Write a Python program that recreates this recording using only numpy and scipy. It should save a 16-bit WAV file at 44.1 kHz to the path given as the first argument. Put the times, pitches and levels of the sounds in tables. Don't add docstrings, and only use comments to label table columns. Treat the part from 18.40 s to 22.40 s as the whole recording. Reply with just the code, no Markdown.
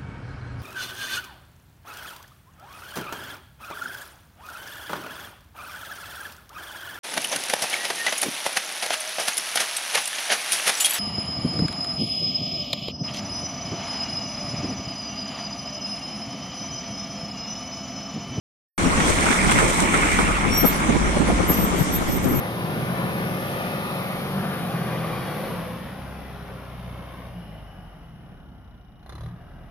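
import sys
import numpy as np
from scipy import signal
from scipy.fft import rfft, irfft, next_fast_len
from scipy.io import wavfile
from scipy.ndimage import uniform_filter1d, minimum_filter1d, map_coordinates

SR = 44100
rng = np.random.default_rng(int(sys.argv[2]) if len(sys.argv) > 2 else 0)


def waveform_to_disk(signal):
    frames = np.transpose(np.atleast_2d(signal))
    scaled = np.clip(frames, -1, 1) * 32767
    samples = np.round(scaled).astype(np.int16)
    wavfile.write(sys.argv[1], SR, samples)


N = 176400

# time in seconds, level in dB.
CARS_LEVEL_DB = [(.4, -28.5), (.55, -27.5), (.8, -23), (.9, -23), (1.03, -22.5), (1.18, -22), (1.34, -26.5),
                 (1.55, -23.5), (1.8, -25.5), (2.05, -26.5), (2.5, -29.5), (3.3, -34), (4, -43)]
SPRAY_LEVEL_DB = [(.4, -35), (.56, -38.5), (.7, -28), (.8, -34), (.9, -28.5), (1.03, -33), (1.2, -29),
                  (1.38, -29), (1.48, -33.5), (1.8, -31), (1.97, -41), (2.3, -65)]
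WHIRR_LEVEL_DB = [(1.1, -61), (1.5, -33), (1.8, -28.5), (2.05, -43), (2.6, -43)]
HISS_LEVEL_DB = [(.4, -33.5), (.7, -31), (1.8, -36.5), (2.05, -36), (2.2, -34), (2.6, -36), (3.45, -35.5),
                 (3.8, -39), (4, -42)]
TRAFFIC_LEVEL_DB = [(.4, -22.5), (1.2, -25), (2, -26), (2.6, -25), (3.3, -24), (3.6, -26), (4, -27.5)]
RUMBLE_LEVEL_DB = [(.4, -35), (.5, -27.5), (1.2, -31), (1.85, -30.5), (2.0, -34), (2.24, -30), (2.33, -38),
                   (2.5, -33), (2.95, -28), (3.3, -35), (4, -32)]

# frequency in Hz, relative density in dB per Hz.
CARS_SPECTRUM = [(100, -3), (280, -4), (600, -5.5), (950, 3), (1300, 4), (1750, -2.5), (2150, 1),
                 (2450, -4), (2800, -7), (3500, -13), (4700, -39), (9000, -35), (14000, -55)]
GRIT_SPECTRUM = [(100, -44), (500, -1.5), (900, -3), (1400, -2.5), (2300, 3), (3000, -11), (4700, -40),
                 (8800, -16), (14000, -57)]
CRUNCH_SPECTRUM = [(60, -27), (250, 9.5), (600, -2.5), (1300, 10), (2300, 0.5), (3000, -4), (4700, -16),
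                   (6000, -28), (8800, -6.5), (10500, -29), (15000, -47)]
POP_SPECTRUM = [(100, -20), (600, -19), (1000, 1), (1450, 15), (1900, -11), (2300, -7), (3000, -11),
                (4700, -32), (14000, -55)]
SPRAY_SPECTRUM = [(2000, -25), (3300, 0), (4800, -8), (5800, 0.5), (7000, -1), (8600, 5), (9100, 1.5),
                  (9600, -4.5), (11000, -13), (14500, -19.5)]
WHIRR_SPECTRUM = [(800, -14), (1500, -9), (1900, 1), (2250, 9), (2550, -1.5), (3000, -10), (4500, -48)]
PUFF_SPECTRUM = [(20, -13), (80, -4), (165, 2.5), (270, -1), (420, -9), (800, -22), (1400, -26.5),
                 (3000, -72), (9000, -76)]
CRACKLE_SPECTRUM = [(100, -21), (350, 3), (550, 3), (850, -4), (1300, -7), (3000, -34), (9000, -65)]
HISS_SPECTRUM = [(1500, -20), (3400, 1), (4800, -3), (5800, 1.5), (7000, 0), (8800, 2.5), (9500, -3),
                 (10300, -7.5), (12000, -20), (14500, -21), (16000, -53)]
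TRAFFIC_SPECTRUM = [(30, -45), (85, 0.5), (130, -12.5), (180, 6.5), (205, 1.5), (280, 1), (420, -5.5),
                    (700, -9.5), (1100, -7), (1600, -10.5), (2200, -19), (2800, -20), (4500, -31),
                    (9000, -29), (14000, -62)]
RUMBLE_SPECTRUM = [(10, -8), (25, -6), (45, -2), (70, -5), (110, -13), (200, -28), (600, -77)]

# frequency in Hz, correlation from -1 to 1.
CARS_ALIKE = [(200, 0.43), (600, 0.84), (1000, -0.48), (1600, -0.6), (1950, -0.067), (2200, 0.82),
              (2550, 0.12), (2900, -0.22), (4000, 0.18)]
TRAFFIC_ALIKE = [(60, 0.14), (200, 0.68), (600, 0.52), (1000, 0.082), (1600, -0.76), (2100, 0.76),
                 (2500, -1), (2900, 0.25), (4100, -0.3), (5000, -0.16)]
# frequency in Hz, left minus right in dB.
CARS_SIDE_DB = [(200, 0.5), (750, -2), (1100, -0.5), (1800, -5), (2400, -3), (3300, 4), (5000, -2.5)]
TRAFFIC_SIDE_DB = [(100, 3), (700, 0.5), (1200, 1.5), (1600, 3), (2200, -3), (3400, 14.5), (4500, 3)]
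# frequency in Hz, left lead in radians.
CARS_LEAD_RAD = [(150, -1.1), (500, 0.36), (800, 0.99), (1100, -0.26), (1500, -0.27), (2000, -0.4)]

# start in seconds, starting level in dB, decay time in seconds.
CRUNCHES = [(0.603, -15, 0.013), (.865, -15.5, 0.0061), (0.913, -15.5, 0.0092), (0.926, -15.5, 0.0074),
            (1.046, -19, 0.0088), (1.094, -16, 0.013), (1.116, -11.5, 0.008), (1.181, -16, 0.008),
            (1.187, -15.5, 0.032), (1.412, -23, 0.0059), (1.54, -14.5, 0.014), (1.629, -20, 0.0068),
            (1.718, -22, 0.0072), (1.789, -13, 0.006), (1.968, -19, 0.0049)]
# time in seconds, impulse level in dB.
POPS = [(.864, -2), (.8885, 4), (.909, -3), (.9515, -2), (1.2155, -4), (1.404, -2), (1.543, -5), (1.789, 1)]
# start in seconds, starting level in dB.
TICKS = [(0.808, -21), (0.923, -28), (1.096, -27), (1.111, -18), (1.121, -17), (1.19, -22), (1.279, -25),
         (1.344, -26), (1.403, -15.5), (1.424, -22), (1.575, -23), (1.716, -22), (3.843, -27)]
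# time in seconds, mean firing rate in Hz, level in dB.
ENGINE = [(.4, 37, -39), (1.0, 38.14, -46), (1.22, 38.9, -27.5), (1.45, 41.05, -44), (1.85, 45.2, -27.5),
          (2.3, 49.9, -32.5), (2.6, 54.2, -26), (3.2, 59.8, -33.5), (3.55, 59.4, -38.5), (4, 60.3, -46)]
# multiple of the firing rate, mean relative level in dB.
ENGINE_ORDERS = [(1, 2), (2, -19), (3, -6), (4, -8)]
# start in seconds, hold in seconds, starting pitch in Hz before waver, level in dB,
# glide in Hz per second, rise time in seconds, roughness from 0 to 1.
SQUEALS = [(2.124, 0.016, 5585, -29.5, 300, .009, .2), (2.156, 0.064, 5606, -30, 500, 0.0057, 0.37),
           (2.252, 0.02, 5700, -36, 0, .007, .5), (2.115, 0.069, 11100, -49, 900, .012, .9),
           (2.149, 0.01, 13000, -35, 0, 0.013, 0.5), (2.183, 0.029, 12950, -20.5, 0, 0.0067, 0.3),
           (2.19, .11, 12700, -38, 0, .007, .9), (2.258, 0.03, 12960, -19.5, 200, 0.0059, 0.06),
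           (2.351, 0.017, 10900, -36, 600, 0.0097, .4), (2.87, 0.037, 10900, -40.5, -400, .012, .5),
           (3.095, 0.013, 12900, -18.5, 0, 0.0062, .12), (3.143, 0.0093, 12930, -29, 0, 0.0064, 0.1),
           (3.173, 0.074, 12960, -30, 200, 0.0055, .2), (3.398, 0.031, 12940, -34, 0, .017, .25),
           (3.538, 0.024, 12910, -25.5, 0, 0.0089, 0.2), (3.684, 0.036, 12910, -40, 0, .009, 0.42),
           (3.726, 0.045, 13000, -31.5, 3, 0.011, .35), (3.842, 0.015, 12970, -37.5, 0, .01, .3),
           (3.89, 0.051, 12900, -35, -0.5, .012, 0.5), (3.95, .06, 12910, -30, 3, .012, .6)]
# frequency in Hz, 60 dB decay time in seconds.
STREET_T60 = [(2000, .35), (5600, 0.37), (13000, 0.32)]
# centre in seconds, thump level in dB, Gaussian width (standard deviation) in seconds,
# pan (1 left, -1 right, clipped beyond), crackle level in dB relative to the thump.
PUFFS = [(.465, -14.5, 0.015, 0.82, -23), (0.703, -18.5, 0.0071, 0.97, 3.5), (1.06, -19, 0.027, -1.24, -31),
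         (1.16, -17.5, 0.02, -0.16, -18), (1.235, -19.5, 0.024, -0.24, 1.5),
         (1.43, -18, 0.015, -0.84, -3.5), (1.801, -16.5, 0.013, 0.79, -9), (2.064, -17, 0.017, 0.93, -29),
         (2.249, -13, .012, 0.99, -0.5), (2.497, -12.5, 0.008, -0.63, -6.5),
         (2.555, -14.5, 0.013, -1.2, -6.5), (2.656, -21.5, 0.013, 0.11, -19), (2.77, -18, 0.004, -.3, -1),
         (2.815, -15, 0.017, -1, -7.5), (2.9, -16, 0.022, -0.24, -5.5), (3.003, -21, 0.01, 0.89, 5),
         (3.105, -14, 0.0096, 0.57, -4), (3.19, -21, 0.016, 0.99, -5), (3.239, -19, 0.013, 0.97, -7),
         (3.336, -23, 0.014, 1, 1), (3.405, -17.5, 0.015, 1, -8), (3.625, -30, 0.0042, 1, 9),
         (3.695, -17, 0.011, -0.48, -16), (3.869, -18, 0.019, 0.98, -5.5),
         (3.951, -16.5, 0.037, 0.71, -13.5)]
# time in seconds, relative level in dB, pitch in Hz, pan (as for puffs).
SLAPS = [(2.233, -7, 300, 1), (2.247, -7.5, 710, 0.99), (2.254, -5.5, 179, 1), (2.499, -10, 252, -.5),
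         (2.556, -15, 217, -0.96), (2.773, -5, 560, 1), (2.888, -11, 520, 1), (2.903, -8, 730, -.4),
         (2.926, -10, 191, -1.2), (3.038, -10, 343, 0.85), (3.413, -2.5, 155, 0.96)]

GRIT_PER_S, GRIT_DB = 220, -5
POP_PAN, POP_LAG_S = -.35, 0.000068
SPRAY_PER_S, SPRAY_DB = 900, -5
SPURT_DB, SPURTS_PER_S = 1.2, 88
TICK_S = 0.0032
SQUEAL_FALL_S, SQUEAL_WAVER_HZ, ROUGH_KNOTS_PER_S = 0.012, 20.7, 326
SQUEAL_FLICKER_DB, SQUEAL_LEAD_RAD = 1.5, 1.05
NEIGHBOUR_HZ, NEIGHBOUR_DB = 380, -23
STREET_DB = -11
BREEZE_DB, BREEZE_SWING_DB = -28.5, 5
SLAP_DB, SLAP_DECAY_CYCLES, SLAP_SOFT_CYCLES = 1, .9, .4
START_S, TOP_HZ = .379, 15300
CEILING, LIMIT_S = .82, .004


def amp(db):
    return 10 ** (np.asarray(db) / 20)


def unit(x):
    return x / np.sqrt(np.mean(x ** 2) + 1e-20)


def along(points, hz):
    f, v = np.transpose(points)
    return np.interp(np.log(hz + 1), np.log(f + 1), v)


def clock():
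    return np.arange(N) / SR


def curve(rows, axis=1):
    rows = np.array(rows)
    return np.interp(clock(), rows[:, 0], rows[:, axis])


def wobble(rate):
    return map_coordinates(rng.standard_normal(SR // 2), [clock() * rate], mode="wrap")


def burst(s, length):
    t = clock() - s
    return (t >= 0) * np.exp(-np.abs(t) / length)


def filtered(x, response):
    m = next_fast_len(N + SR // 2)
    return irfft(rfft(x, m) * response(np.fft.rfftfreq(m, 1 / SR)), m)[..., :N]


def shaped(x, spectrum):
    return filtered(x, lambda hz: unit(amp(along(spectrum, hz))))


def coloured(x, spectrum):
    return unit(shaped(x, spectrum))


def noise(patchy_db=0):
    z = signal.stft(rng.standard_normal((2, N)), nperseg=512)[2]
    field = uniform_filter1d(rng.standard_normal(z.shape[1:]), size=6, axis=0)
    field = uniform_filter1d(field, size=8, axis=1)
    patchy = z * amp(patchy_db * unit(field))
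    return unit(signal.istft(patchy, nperseg=512)[1][:, :N])


def grains(per_s, scatter_db):
    hit = rng.random(N) < per_s / SR
    size = amp(scatter_db * np.clip(rng.standard_normal(N), -2, 2))
    return unit(hit * size * rng.choice([-1, 1], (2, N)))


def spread(pair, alike, side=((100, 0),), lead=((100, 0),)):
    def mid_side_gains(hz):
        turn = np.arccos(np.clip(along(alike, hz), -1, 1)) / 2
        return np.array([np.cos(turn), np.sin(turn)])

    half = np.array([[.5], [-.5]])

    def port_response(hz):
        return amp(half * along(side, hz)) * np.exp(1j * half * along(lead, hz))

    mid, sides = filtered(pair, mid_side_gains)
    return unit(filtered(np.array([mid + sides, mid - sides]), port_response))


def panned(pan):
    return np.sqrt(np.clip([[(1 + pan) / 2], [(1 - pan) / 2]], 0, 1))


def near_tyres():
    stones = coloured(grains(GRIT_PER_S, scatter_db=1.5), GRIT_SPECTRUM)
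    tread = coloured(noise(patchy_db=3), CARS_SPECTRUM) + amp(GRIT_DB) * stones
    roar = tread * amp(curve(CARS_LEVEL_DB) + 0.63 * wobble(70))
    crunch_envelope = sum(amp(db) * burst(s, length) for s, db, length in CRUNCHES)
    rolling = roar + shaped(noise() * crunch_envelope, CRUNCH_SPECTRUM)
    blows = np.zeros((2, N))
    for s, db in POPS:
        blows[0, round((s + POP_LAG_S) * SR)] = amp(db)
        blows[1, round(s * SR)] = amp(db)
    snaps = np.sqrt(2) * panned(POP_PAN) * shaped(blows, POP_SPECTRUM)
    return spread(rolling, CARS_ALIKE, CARS_SIDE_DB, CARS_LEAD_RAD) * rolling.std() + snaps


def spray():
    fizz = noise(patchy_db=2.0) + amp(SPRAY_DB) * grains(SPRAY_PER_S, scatter_db=4)
    spurts = amp(curve(SPRAY_LEVEL_DB) + SPURT_DB * wobble(SPURTS_PER_S))
    tick_envelope = sum(amp(db) * burst(s, TICK_S) for s, db in TICKS)
    ticks = shaped(noise() * tick_envelope, SPRAY_SPECTRUM)
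    return coloured(fizz, SPRAY_SPECTRUM) * spurts + ticks


def tread_whirr():
    band = coloured(noise(), WHIRR_SPECTRUM)
    return spread(band, [(2000, 0.9)], lead=[(2000, -0.6)]) * amp(curve(WHIRR_LEVEL_DB))


def engine():
    rate_hz = curve(ENGINE) * (1 + 0.011 * wobble(11))
    phase = 2 * np.pi * np.cumsum(rate_hz) / SR
    tone = np.zeros(N)
    for order, db in ENGINE_ORDERS:
        gain = amp(db + 1.2 * wobble(9.9))
        tone += gain * np.sin(order * phase + rng.uniform(0, 2 * np.pi))
    return unit(tone) * amp(curve(ENGINE, axis=2))


def brakes():
    out = np.zeros((2, N))
    waver_hz = SQUEAL_WAVER_HZ * wobble(70)
    neighbour_gain = amp(NEIGHBOUR_DB + 3 * wobble(27.4))
    neighbour_phase = 2 * np.pi * np.cumsum(NEIGHBOUR_HZ + 60 * wobble(41)) / SR
    neighbour = neighbour_gain * np.exp(1j * neighbour_phase)
    flicker = amp(SQUEAL_FLICKER_DB * np.array([wobble(45), wobble(50)]))
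    ports = flicker * np.exp(.5j * SQUEAL_LEAD_RAD * np.array([[1], [-1]]))
    for s, hold, hz, db, glide, rise, rough in SQUEALS:
        t = clock() - s
        swell = np.exp(np.minimum(t, 0) / rise - np.maximum(t - hold, 0) / SQUEAL_FALL_S)
        pitch_hz = hz + glide * np.clip(t, 0, 2 * hold) + waver_hz
        phase = 2 * np.pi * np.cumsum(pitch_hz) / SR
        roughness = rough * (wobble(ROUGH_KNOTS_PER_S) + 1j * wobble(ROUGH_KNOTS_PER_S))
        grain = (1 + neighbour + roughness) / np.sqrt(1 + 2 * rough ** 2)
        out += amp(db) * swell * np.sqrt(2) * (ports * grain * np.exp(1j * phase)).real
    return out


def street(x):
    hz, t, z = signal.stft(rng.standard_normal((2, SR // 2)), SR, nperseg=256)
    decay = amp(-60 * t / along(STREET_T60, hz)[:, None])
    tail = signal.istft(z * decay, SR, nperseg=256)[1]
    return signal.fftconvolve(x, tail / np.linalg.norm(tail[0]), axes=1)[:, :N]


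def wind():
    thump, crackle = coloured(noise(), PUFF_SPECTRUM), coloured(noise(), CRACKLE_SPECTRUM)
    swing = amp(BREEZE_SWING_DB * np.array([wobble(21.91), wobble(22.15)]))
    out = amp(BREEZE_DB) * unit(coloured(noise(), PUFF_SPECTRUM) * swing)
    for s, db, width, pan, crackle_db in PUFFS:
        swell = np.exp(-.5 * ((clock() - s) / width) ** 2)

        def eddy(x):
            return x * swell * np.linalg.norm(swell) / np.linalg.norm(x * swell, axis=1, keepdims=True)

        out = out + panned(pan) * amp(db) * (eddy(thump) + amp(crackle_db) * eddy(crackle))
    return out


def slaps():
    out = np.zeros((2, N))
    for s, db, hz, pan in SLAPS:
        cycles = (clock() - s) * hz
        decay = np.exp(-np.hypot(cycles, SLAP_SOFT_CYCLES) / SLAP_DECAY_CYCLES)
        knock = decay * np.sin(2 * np.pi * (cycles + rng.random()))
        out += panned(pan) * amp(db + SLAP_DB) * knock
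    return out


def traffic():
    rumble = spread(coloured(noise(), RUMBLE_SPECTRUM), [(50, 0.46)])
    wash = spread(coloured(noise(patchy_db=1.5), TRAFFIC_SPECTRUM), TRAFFIC_ALIKE, TRAFFIC_SIDE_DB)
    hiss = coloured(noise(patchy_db=2.5), HISS_SPECTRUM)
    rumble = rumble * amp(curve(RUMBLE_LEVEL_DB) + 1.3 * wobble(7.7))
    wash = wash * amp(curve(TRAFFIC_LEVEL_DB) + 0.073 * wobble(8.3))
    hiss = hiss * amp(curve(HISS_LEVEL_DB) + 0.47 * wobble(29.93))
    return rumble + wash + hiss


def scene():
    squeal = brakes()
    vehicles = near_tyres() + spray() + tread_whirr() + engine()
    return vehicles + squeal + amp(STREET_DB) * street(squeal) + wind() + slaps() + traffic()


def record(dry):
    needed = CEILING / np.maximum(np.abs(dry).max(axis=0), CEILING)
    span = int(LIMIT_S * SR)
    gain = uniform_filter1d(minimum_filter1d(needed, 2 * span), span)
    started = clock() >= START_S
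    return filtered(dry * gain * started, lambda hz: hz < TOP_HZ)


dry = scene()
out = record(dry)
waveform_to_disk(out)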